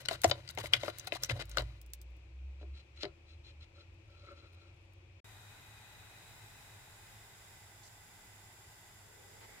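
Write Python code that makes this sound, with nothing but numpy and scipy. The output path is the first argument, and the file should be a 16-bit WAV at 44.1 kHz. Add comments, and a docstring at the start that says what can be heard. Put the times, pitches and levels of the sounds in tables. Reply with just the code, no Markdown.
"""Sharp plastic knocks and wet squelches, left of a phone: a wire whisk beats runny batter in a bowl.
The wires strike the wall and drag through the batter; drops tick off the lifted whisk, which is laid
down and rasps along the rim over room tone, a far engine drone and a traffic rumble.
After a short silent cut the phone drifts across a quiet kitchen filled with a steady airy hiss."""
import sys
import numpy as np
from scipy import signal
from scipy.fft import rfft, irfft
from scipy.io import wavfile
from scipy.ndimage import uniform_filter1d, map_coordinates

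SR = 44100
rng = np.random.default_rng(int(sys.argv[2]) if len(sys.argv) > 2 else 0)


def int16_out(signal):
    """Quantize to a 16-bit WAV file."""
    q = np.round(np.clip(np.atleast_2d(signal).T, -1, 1) * 32767)
    wavfile.write(sys.argv[1], SR, q.astype(np.int16))


N = 423360
TIME = np.arange(N) / SR


def undb(db):
    return 10 ** (np.asarray(db) / 20)


def unit(x):
    return x / np.sqrt(np.mean(x ** 2))


def pan(left_minus_right_db):
    return undb(np.array([left_minus_right_db, -left_minus_right_db]) / 2).reshape(2, -1)


def bandpass(x, lo_hz, hi_hz, order=2):
    return signal.sosfilt(signal.butter(order, [lo_hz, hi_hz], "band", fs=SR, output="sos"), x)


def add(track, start_s, sound):
    i = int(start_s * SR)
    track[:, i:i + sound.shape[1]] += sound[:, :N - i]


def automation(table):
    """One lane per column, ramping between the times in the first column."""
    times, *columns = np.transpose(table)
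    return [np.interp(TIME, times, column) for column in columns]


def wobble(per_s):
    """Ramps between random values; spread near 1."""
    hold = int(SR / per_s)
    return uniform_filter1d(np.repeat(rng.standard_normal(N // hold + 1), hold), hold)[:N]


def ring(modes, scatter_db, attack_cycles=0.99):
    """Struck modes in stereo; the higher the mode, the further its phase turns between the sides."""
    hz, db, t60 = np.transpose(modes)[:, :, None]
    t = np.arange(int(t60.max() * SR)) / SR
    strength, detune, turn = rng.standard_normal((3, len(modes), 1))
    attack = 1 - np.exp(-(t * hz / attack_cycles) ** 2)  # a soft contact builds up gradually
    envelope = attack * undb(db + scatter_db * strength - 60 * t / t60)
    phase = 2 * np.pi * hz * (1 + .012 * detune) * t
    out = np.array([np.sum(envelope * np.sin(phase + side * turn * hz / 6000), axis=0) for side in (0, 1)])
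    return out / np.sqrt(np.sum(undb(db) ** 2))


def grit(per_s, spread_db):
    """Random clicks of unequal size: wires catching and letting go."""
    size = rng.standard_normal(N) * undb(spread_db * np.minimum(rng.exponential(size=N), 3))
    return size * (rng.random(N) < per_s / SR)


def rub(friction, modes):
    """Friction keeps a set of modes ringing; rms 1."""
    return unit(signal.fftconvolve(friction[None], ring(modes, 0), axes=1)[:, :N])


def crackle(modes, ring_db, lo_hz, hi_hz):
    """Dense, wide crackle, tinted by the modes it shakes; rms 1."""
    centre = grit(9000, 7.1)
    wide = np.array([grit(8000, 3.6), grit(9000, 2.5)])
    broad = unit(bandpass(centre + 6.2 * wide, lo_hz, hi_hz))
    return unit(broad + undb(ring_db) * rub(centre, modes))


def air(spectrum, peaks, correlation, peak_db=0):
    """A stereo noise bed with resonances on top; rms 1."""
    f = np.maximum(np.arange(N // 2 + 1) * SR / N, 1)

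    def curve(table):
        hz, values = np.transpose(table)
        return np.interp(np.log(f), np.log(hz), values)

    power = undb(curve(spectrum)) ** 2
    for hz, width, db in peaks:
        power += undb(db + peak_db) ** 2 / (1 + (2 * (f - hz) / width) ** 2) ** 1.3
    alike = np.clip(curve(correlation), -1, 1)
    mid = irfft(rfft(rng.standard_normal(N)) * np.sqrt(power * (1 + alike)), N)
    side = irfft(rfft(rng.standard_normal(N)) * np.sqrt(power * (1 - alike)), N)
    return unit(np.array([mid + side, mid - side]))


# Modes of the clacky wall, the hollow belly and the bright wires: f/Hz, level/dB, t60/s
WALL_MODES = [(1421, -2.5, 0.018), (2105, -4, 0.023), (2483, -14.5, 0.046), (2565, -16.5, 0.01),
              (3070, 2.5, 0.0094), (3900, -7.5, 0.019), (4170, 3, 0.0067), (4510, -7, 0.011),
              (4840, -14, 0.023)]
BELLY_MODES = [(336.2, -10, 0.11), (394, -4, 0.052), (575, -13, 0.081), (609, 2, 0.04), (697, -1, 0.037),
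               (754, 2.5, 0.01), (1010, -7.5, 0.05)]
WIRE_MODES = [(5700, -3, .006), (6250, -1, .005), (6840, -2, .004), (7300, -1, .006), (8200, -2, .004),
              (9500, -4, .003), (11000, -5, .002), (12600, -6, .002), (14300, -7, .002)]
# Whisk hits on the bowl: t/s, wall level/dB, struck spot f/Hz, belly level/dB, wire level/dB
KNOCKS = [(0.0527, -34.5, 4020, -59, -48), (0.0573, -39, 4090, -46, -31), (0.0853, -19, 3100, -32.5, -19.5),
          (0.11, -33, 1530, -27, -49), (0.2432, -17, 1950, -10, -11), (.297, -33, 3680, -29, -34),
          (0.3118, -19.5, 3470, -26, -31), (0.3135, -20.5, 4060, -23.5, -34), (.477, -38.5, 4640, -67, -41),
          (0.4895, -45, 4770, -62, -36), (0.4975, -37.5, 3180, -60, -50), (0.5025, -40, 3860, -59, -41),
          (.5743, -26.5, 2030, -25.5, -40), (0.5854, -30, 3100, -49, -32), (0.6377, -46, 1490, -30.5, -52),
          (.6578, -34.5, 2170, -56, -43), (0.7351, -10.5, 3160, -44, -21.5),
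          (0.7393, -17, 2040, -30, -25.5), (0.75, -33, 2190, -55, -35), (0.833, -32, 2250, -25, -38),
          (.8798, -29.5, 1400, -25, -52), (.9962, -44, 3870, -70, -27.5), (1.072, -27.5, 3900, -42.5, -35),
          (1.1219, -29.5, 2480, -25.5, -51), (1.2349, -26.5, 4070, -47, -13.5),
          (1.246, -40, 4060, -61, -25), (1.297, -26, 2780, -31, -39), (1.3929, -41, 2420, -31.5, -59),
          (1.414, -34, 2450, -36, -52), (1.5143, -43, 4500, -67, -38), (1.5715, -19.5, 1360, -36, -26.5),
          (1.5831, -24, 3070, -43, -44), (1.62, -41, 1590, -35, -39), (2.6115, -59, 2570, -48, -72),
          (2.6282, -52, 1540, -44.5, -79), (3.032, -30.5, 4100, -31.5, -43),
          (3.0415, -34.5, 1470, -38, -63), (3.052, -34, 2040, -35.5, -52)]
SPOT_DB, SPOT_T60_S = 12, 0.006
LIFT_S, LIFT_FADE_S = 1.687, 0.13  # the whisk leaves the batter


def knocks():
    """Several wires land within a few ms; wall, wires and belly ring on."""
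    out, t = np.zeros((2, N)), np.arange(500) / SR
    # laid down, the whisk rocks the low belly modes: darker and longer
    rocked = [(hz, db - 9.5 * np.log2(hz / BELLY_MODES[0][0]), 1.9 * t60) for hz, db, t60 in BELLY_MODES]
    for start, wall_db, spot_hz, belly_db, wire_db in KNOCKS:
        landing = 0.16 * rng.standard_normal((1, len(t))) * np.exp(-t / 0.0025)
        landing[0, 0] = 1  # the first wire hits hardest
        wall_pan = pan(16.5 - 3 * rng.standard_normal())
        wall = ring(WALL_MODES + [(spot_hz, SPOT_DB, SPOT_T60_S)], 3.3) * undb(wall_db) * wall_pan
        wires = ring(WIRE_MODES, 2.8) * undb(wire_db) * pan(3.2)
        belly = ring(rocked if start > LIFT_S else BELLY_MODES, 2.014) * undb(belly_db) * pan(2.5)
        add(out, start, signal.fftconvolve(wall, landing, axes=1))
        add(out, start, signal.fftconvolve(wires, landing, axes=1))
        add(out, start, belly)
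    return out


# Low modes of the counter: f/Hz, level/dB, t60/s
COUNTER_MODES = [(59, -5.5, 0.42), (97.2, 1.5, 0.56), (122.7, 4.5, 0.27), (141, -5.5, 0.3)]
# Weight under the hits: t/s, level/dB, main ring f/Hz
THUDS = [(0.249, -28, 92.7), (0.275, -41.5, 119.4), (.58, -35, 116.7), (0.637, -40, 85),
         (0.747, -39.5, 118.5), (0.839, -40, 112.5), (1.119, -58, 110), (1.299, -31, 120.4),
         (1.31, -32, 90.8), (1.575, -34, 116), (1.592, -32.5, 58), (3.035, -50.5, 148)]


def thuds():
    """Hard strokes jolt the counter through the bowl."""
    out = np.zeros((2, N))
    for start, db, hz in THUDS:
        add(out, start, ring(COUNTER_MODES + [(hz, 8, .3)], 2, attack_cycles=1.8) * undb(db))
    return out


# Wet strokes: t/s, length/s, level/dB, belly send/dB, wire send/dB
SQUELCHES = [(.092, 0.074, -48, -8, -10.5), (0, 0.025, -71.5, 3, 11), (0.234, 0.0096, -38, -21, -3.5),
             (0.243, 0.027, -46, 3.5, -6.5), (0.271, 0.04, -57.5, -8, 8), (0.314, 0.1, -78, 20, -11),
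             (0.494, 0.021, -66, -12, 11), (0.572, 0.051, -49, 0, -7.5), (0.626, 0.058, -54, -11, -3),
             (0.721, 0.062, -53, -5, -9.5), (0.79, 0.076, -55, -19, -16), (0.827, 0.093, -55, -3, -6.5),
             (.966, 0.052, -73, -22, 3), (1.068, 0.017, -54.5, -19, 4.5), (1.12, 0.057, -48, -29, -9.5),
             (1.218, 0.055, -58, -13, 5.5), (1.288, .038, -42.5, -0.5, -14), (1.328, 0.058, -66, 12, -4),
             (1.391, 0.039, -48, -10, -19), (1.51, 0.015, -75.5, -13, 4), (1.564, 0.052, -44, 3.5, -12)]
DRAG_DB, SHAKE_DB, SQUELCH_FALL_DB = -66, -55, 1.5


def batter():
    """Batter squelches through the wires; between strokes they drag faintly and shake the counter."""
    wall = crackle(WALL_MODES, 4.4, 995, 6000) * pan(10)
    belly = crackle(BELLY_MODES, 8.7, 200, 1300) * pan(3)
    wires = crackle(WIRE_MODES, -13.5, 5000, 13000)
    drag_gain = undb(DRAG_DB + 3.3 * wobble(25))
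    drag = wall + undb(-5.5) * bubbles() + undb(-5) * belly + undb(-14.5) * wires
    shake = undb(SHAKE_DB + 3.9 * wobble(9)) * rub(rng.standard_normal(N), COUNTER_MODES)
    beating = np.clip(1 - (TIME - LIFT_S) / LIFT_FADE_S, 0, 1)
    out = beating * (drag_gain * drag + shake)
    splatter = wall + undb(-1.5) * bubbles()
    flutter = undb(2.9 * wobble(170))
    for start, length, db, belly_db, wire_db in SQUELCHES:
        span = slice(int(start * SR), int((start + length) * SR))
        size = span.stop - span.start
        fall = undb(db - SQUELCH_FALL_DB * np.linspace(-.5, .5, size))
        mix = splatter[:, span] + undb(belly_db) * belly[:, span] + undb(wire_db) * wires[:, span]
        out[:, span] += signal.windows.tukey(size, .45) * flutter[span] * fall * mix
    return out


BUBBLES_PER_S, BUBBLING_S, BUBBLE_HZ, BUBBLE_DECAY_CYCLES = 170, 1.8, 1904, 4.5


def bubbles():
    """Air pockets burst in the beaten batter, each a tiny upward chirp; rms 1 while they last."""
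    count = int(BUBBLES_PER_S * BUBBLING_S)
    starts = rng.random(count) * BUBBLING_S
    pitch, size, position = rng.standard_normal((3, count))
    hz = np.clip(BUBBLE_HZ * 2 ** (.8 * pitch), 500, 8000)
    cycles = hz[:, None] * np.arange(600) / SR
    envelopes = undb(2.9 * size)[:, None] * np.exp(-cycles / BUBBLE_DECAY_CYCLES)
    pops = envelopes * np.sin(2 * np.pi * cycles * (1 + .012 * cycles))
    out = np.zeros((2, N))
    for start, pop, pan_db in zip(starts, pops, 9 + 4 * position):
        add(out, start, pop * pan(pan_db))
    return unit(out) * np.sqrt(BUBBLING_S * SR / N)


# Round, low gloops: t/s, level/dB, f/Hz
GLOOPS = [(.1095, -25, 660), (.2441, -11, 690), (.247, -27.5, 386), (.3149, -32, 755), (.5743, -33, 750),
          (.6383, -36.5, 630), (.834, -37.5, 544), (.8798, -31, 620), (1.072, -36, 752), (1.1211, -28, 685),
          (1.296, -39, 580), (1.3935, -41, 610), (1.4144, -42, 646), (1.5713, -26, 570), (1.5845, -38, 400)]


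def gloops(t60_s=0.05):
    """Hollows in the batter close behind the wires, one soft ring each."""
    out = np.zeros((2, N))
    for start, db, hz in GLOOPS:
        add(out, start, ring([(hz, 0, t60_s)], 0, attack_cycles=2) * undb(db) * pan(4.1))
    return out


# Crisp, bright ticks: t/s, level/dB
TICKS = [(0.217, -35.5), (.236, -47), (.5496, -51), (0.9852, -37), (1.0484, -57), (1.4544, -52),
         (1.4947, -45.5), (1.7704, -75), (1.8148, -49.5), (1.8627, -58), (1.9024, -69.5), (1.9344, -36),
         (2.015, -48), (2.1048, -73.5), (2.1669, -69.5), (3.9411, -77), (4.1047, -74.5), (4.533, -68),
         (4.9346, -66.5)]


def ticks():
    """Light wire taps while beating, then drips off the lifted whisk: each a spike with a short tail."""
    out, t = np.zeros((2, N)), np.arange(900) / SR
    low_cut = signal.butter(2, 2400, "high", fs=SR, output="sos")
    envelope = np.exp(-t / 0.0019) + 0.22 * np.exp(-t / 0.011)
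    for start, db in TICKS:
        add(out, start, undb(db) * envelope * signal.sosfilt(low_cut, rng.standard_normal((2, len(t)))))
    return out


# Modes of the rim and of the handle's squeak: f/Hz, level/dB, t60/s
RIM_MODES = [(2570, -2, .015), (3430, -3, .012), (4150, 2, .03), (4970, -5, .015)]
SQUEAK_MODES = [(1325, 6.5, 0.058), (365, 8, 0.033), (560, 3, 0.07), (2200, -1, 0.029)]
# Slips of the resting whisk: t/s, length/s, rasp level/dB, squeak level/dB
SLIPS = [(2.59, 0.056, -68.5, -72), (2.725, .11, -62, -76.5), (2.932, 0.16, -60, -72),
         (2.996, 0.05, -56, -78), (3.019, .1, -74, -64), (3.249, 0.12, -67, -78.5),
         (3.43, 0.098, -60.5, -74), (3.597, 0.062, -61, -69.5), (3.732, 0.12, -65.5, -68),
         (4.051, 0.24, -72, -67), (4.224, .14, -66.5, -57.5), (4.34, 0.092, -63.5, -64),
         (4.405, 0.085, -67.5, -62), (4.461, 0.29, -72, -69.5)]


def rim_slide():
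    """Wires rasp on the rim and the handle squeaks by stick-slip; each slip swells and fades."""
    rasp = crackle(RIM_MODES, 2.5, 2060, 3900) + undb(-15.5) * crackle(WIRE_MODES, -16.5, 4500, 7300)
    rasp *= undb(3 * wobble(150))
    squeak = rub(grit(900, 1.8), SQUEAK_MODES)
    out = np.zeros((2, N))
    for start, length, rasp_db, squeak_db in SLIPS:
        span = slice(int(start * SR), int((start + length) * SR))
        mix = undb(rasp_db) * rasp[:, span] + undb(squeak_db) * squeak[:, span]
        out[:, span] += signal.windows.tukey(span.stop - span.start, .7) * mix
    return out * pan(4)


def froth(start_s=4.05, end_s=5.0):
    """Faint treble fizz on the resting batter: sparse clicks, each smeared over a few ms."""
    clicks = grit(70, 2.2) * (TIME > start_s) * (TIME < end_s)
    snap = rng.standard_normal((2, 400)) * np.exp(-TIME[:400] / 0.0017)
    fizz = signal.fftconvolve(clicks[None], snap, axes=1)[:, :N]
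    return undb(-75) * bandpass(fizz, 4500, 11000)


def kitchen_reverb(source, t60_s=0.11, wet_db=-15):
    """A tight, diffuse midrange tail, unrelated left and right."""
    t = np.arange(SR // 2) / SR
    tail = rng.standard_normal((2, len(t))) * undb(-60 * t / t60_s) * np.minimum(t / 0.002, 1)
    tail = bandpass(tail, 300, 5000, order=1)
    tail /= np.sqrt(np.sum(tail[0] ** 2))
    return undb(wet_db) * signal.fftconvolve(source.mean(axis=0)[None], tail, axes=1)[:, :N]


# Tone curve of the airy hiss: f/Hz, level/dB
HISS_SPECTRUM = [(15, -46), (25, -6.5), (105, -5.5), (245, -18.5), (422, -14.5), (496, -20.5), (831, -10.5),
                 (1150, -18.5), (1980, -16.5), (3150, -20.5), (3700, -21), (4360, -27.5), (7510, -22),
                 (15750, -38.5), (16050, -48)]
# Its resonances in the start and end colours: f/Hz, width/Hz, level/dB
HISS_START_PEAKS = [(103.4, 12.3, 10), (805, 27, -23.5), (1490, 360, -10), (1950, 180, -8),
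                    (2473, 96, -4.5), (3806, 190, -5), (4730, 150, -18), (7300, 97, -56), (8000, 300, -44),
                    (8650, 260, -17.5), (11500, 350, -21), (13000, 350, -20), (14600, 580, -23)]
HISS_END_PEAKS = [(101.8, 7.2, 6.5), (845, 26, -13), (1530, 125, -12), (2008, 67, -7.5), (3510, 64, -13),
                  (4980, 680, -18), (6800, 140, -14), (7530, 460, -14.5), (9050, 180, -20),
                  (10000, 220, -20), (10790, 270, -16), (13100, 330, -18), (14700, 500, -21)]
# Its stereo image: f/Hz, left-right correlation
HISS_CORRELATION = [(60, 0.98), (130, 0.93), (290, 0.68), (640, 0.69), (1410, 0.16), (3100, -0.025),
                    (6820, -0.15), (15000, 0.075)]
# The move across the kitchen: t/s, level/dB, share of the end colour, leftward pan/dB
DRIFT = [(5.25, -56.5, 0.19, 1.7), (6.05, -55.5, 0.12, 1), (6.35, -55.5, 0.41, 1), (7.8, -57, 0.93, -1),
         (9.0, -57.5, 0.94, -0.5), (9.6, -56.5, 0.97, -1)]
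CUT_START_S, CUT_END_S = 5.203, 5.243


def hiss():
    """Two colours of one steady hiss crossfade as the phone moves; their pitch wanders slightly."""
    db, share, pan_db = automation(DRIFT)
    start_colour = air(HISS_SPECTRUM, HISS_START_PEAKS, HISS_CORRELATION, peak_db=-3.1)
    end_colour = air(HISS_SPECTRUM, HISS_END_PEAKS, HISS_CORRELATION, peak_db=-0.12)
    gain = undb(db + .4 * wobble(5))
    mix = np.sqrt(1 - share) * start_colour + np.sqrt(share) * end_colour
    offset = np.cumsum(.009 * wobble(1.5))  # varispeed of about 1 %
    playhead = np.arange(N) + offset - offset[int(CUT_END_S * SR)]
    mix = np.array([map_coordinates(channel, [playhead], order=5, mode="mirror") for channel in mix])
    return mix * gain * pan(pan_db)


# Soft rustles and swells late in the hiss: t/s, length/s, f/Hz, width/Hz, level/dB
SWELLS = [(7.823, .07, 6000, 4500, -60.5), (8.954, .8, 450, 179, -67.5), (9.382, .4, 2030, 346, -63.5),
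          (9.402, .06, 1520, 2578, -59.5)]


def swells():
    """Bands of noise fade in and out."""
    out = np.zeros((2, N))
    for start, length, hz, width, db in SWELLS:
        size = int(length * SR)
        noise = unit(bandpass(rng.standard_normal((2, size)), hz - width / 2, hz + width / 2))
        add(out, start, undb(db) * signal.windows.tukey(size, .4) * noise)
    return out


# Fader ride of the far engine: t/s, level/dB
ENGINE_LEVEL = [(1.15, -64), (1.3, -58), (1.58, -44.5), (1.74, -59), (1.86, -52.5), (2.12, -49.5),
                (2.22, -57), (2.46, -42.5), (2.57, -50), (2.74, -43), (2.84, -66), (3.0, -54),
                (3.12, -63.5), (3.35, -56), (3.9, -61.5), (4.5, -59), (4.85, -62.5), (5.2, -62)]
# Its roughness: t/s, waver as a share of pitch
ENGINE_WAVER = [(2.75, .012), (2.95, .055)]
ENGINE_START_S, ENGINE_START_HZ, RISE_HZ_PER_S, EASE_HZ_PER_S2 = 1.15, 51, 11.8, 0.298


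def engine():
    """A far engine speeds up, a little less so later; its low drone grows rougher as it recedes."""
    (db,), (waver,) = automation(ENGINE_LEVEL), automation(ENGINE_WAVER)
    elapsed = TIME - ENGINE_START_S
    hz = ENGINE_START_HZ + RISE_HZ_PER_S * elapsed - EASE_HZ_PER_S2 * elapsed ** 2
    hz *= 1 + waver * wobble(30)
    fade_in = np.clip(elapsed / 0.14 + 1, 0, 1)
    gain = fade_in * undb(db + 72 * waver * wobble(21))
    return gain * np.sqrt(2) * np.sin(2 * np.pi * np.cumsum(hz) / SR)


def traffic():
    """Uneven low traffic rumble around the drone."""
    rumble = unit(bandpass(rng.standard_normal(N), 42, 115, order=4))
    return rumble * undb(-62.5 + 1.5 * wobble(3.5))


# Tone curve of the room by the bowl: f/Hz, level/dB
ROOM_SPECTRUM = [(15, -26), (25, -15), (45, -9), (90, -6), (125, -5), (200, -19), (450, -16), (800, -17),
                 (1600, -23), (3300, -22), (5000, -28), (8300, -35), (9500, -46), (15000, -48)]
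# Its resonances: f/Hz, width/Hz, level/dB
ROOM_PEAKS = [(337, 34, -2), (543, 32, -8.5), (2463, 390, -10)]
# Its stereo image: f/Hz, left-right correlation
ROOM_CORRELATION = [(60, 0.93), (130, 0.82), (290, 1), (640, 0.46), (1410, -0.13), (3100, -0.19),
                    (6820, -0.3), (15000, -0.39)]


def room_tone():
    """A dark, gently breathing noise bed that leans left."""
    return air(ROOM_SPECTRUM, ROOM_PEAKS, ROOM_CORRELATION) * undb(-66 + 0.49 * wobble(5.3)) * pan(6.1)


def scene():
    """The whisk over its background, a short silent cut, then the hiss."""
    whisk = knocks() + thuds() + gloops() + ticks() + batter() + rim_slide() + froth()
    whisk += kitchen_reverb(whisk)
    whisk[0] = np.roll(whisk[0], int(.00015 * SR))  # the left channel lags slightly
    background = room_tone() + engine() + traffic()
    before_cut = np.clip((CUT_START_S - TIME) / 0.00082, 0, 1)
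    after_cut = np.clip((TIME - CUT_END_S) / 0.0017, 0, 1)
    return (whisk + background) * before_cut + (hiss() + swells()) * after_cut


def record(dry):
    """The phone rounds the hardest peaks and cuts the top."""
    high_cut = signal.ellip(12, .2, 100, 16200, fs=SR, output="sos")
    return signal.sosfilt(high_cut, .9 * np.tanh(dry / .9))


dry = scene()
out = record(dry)
int16_out(out)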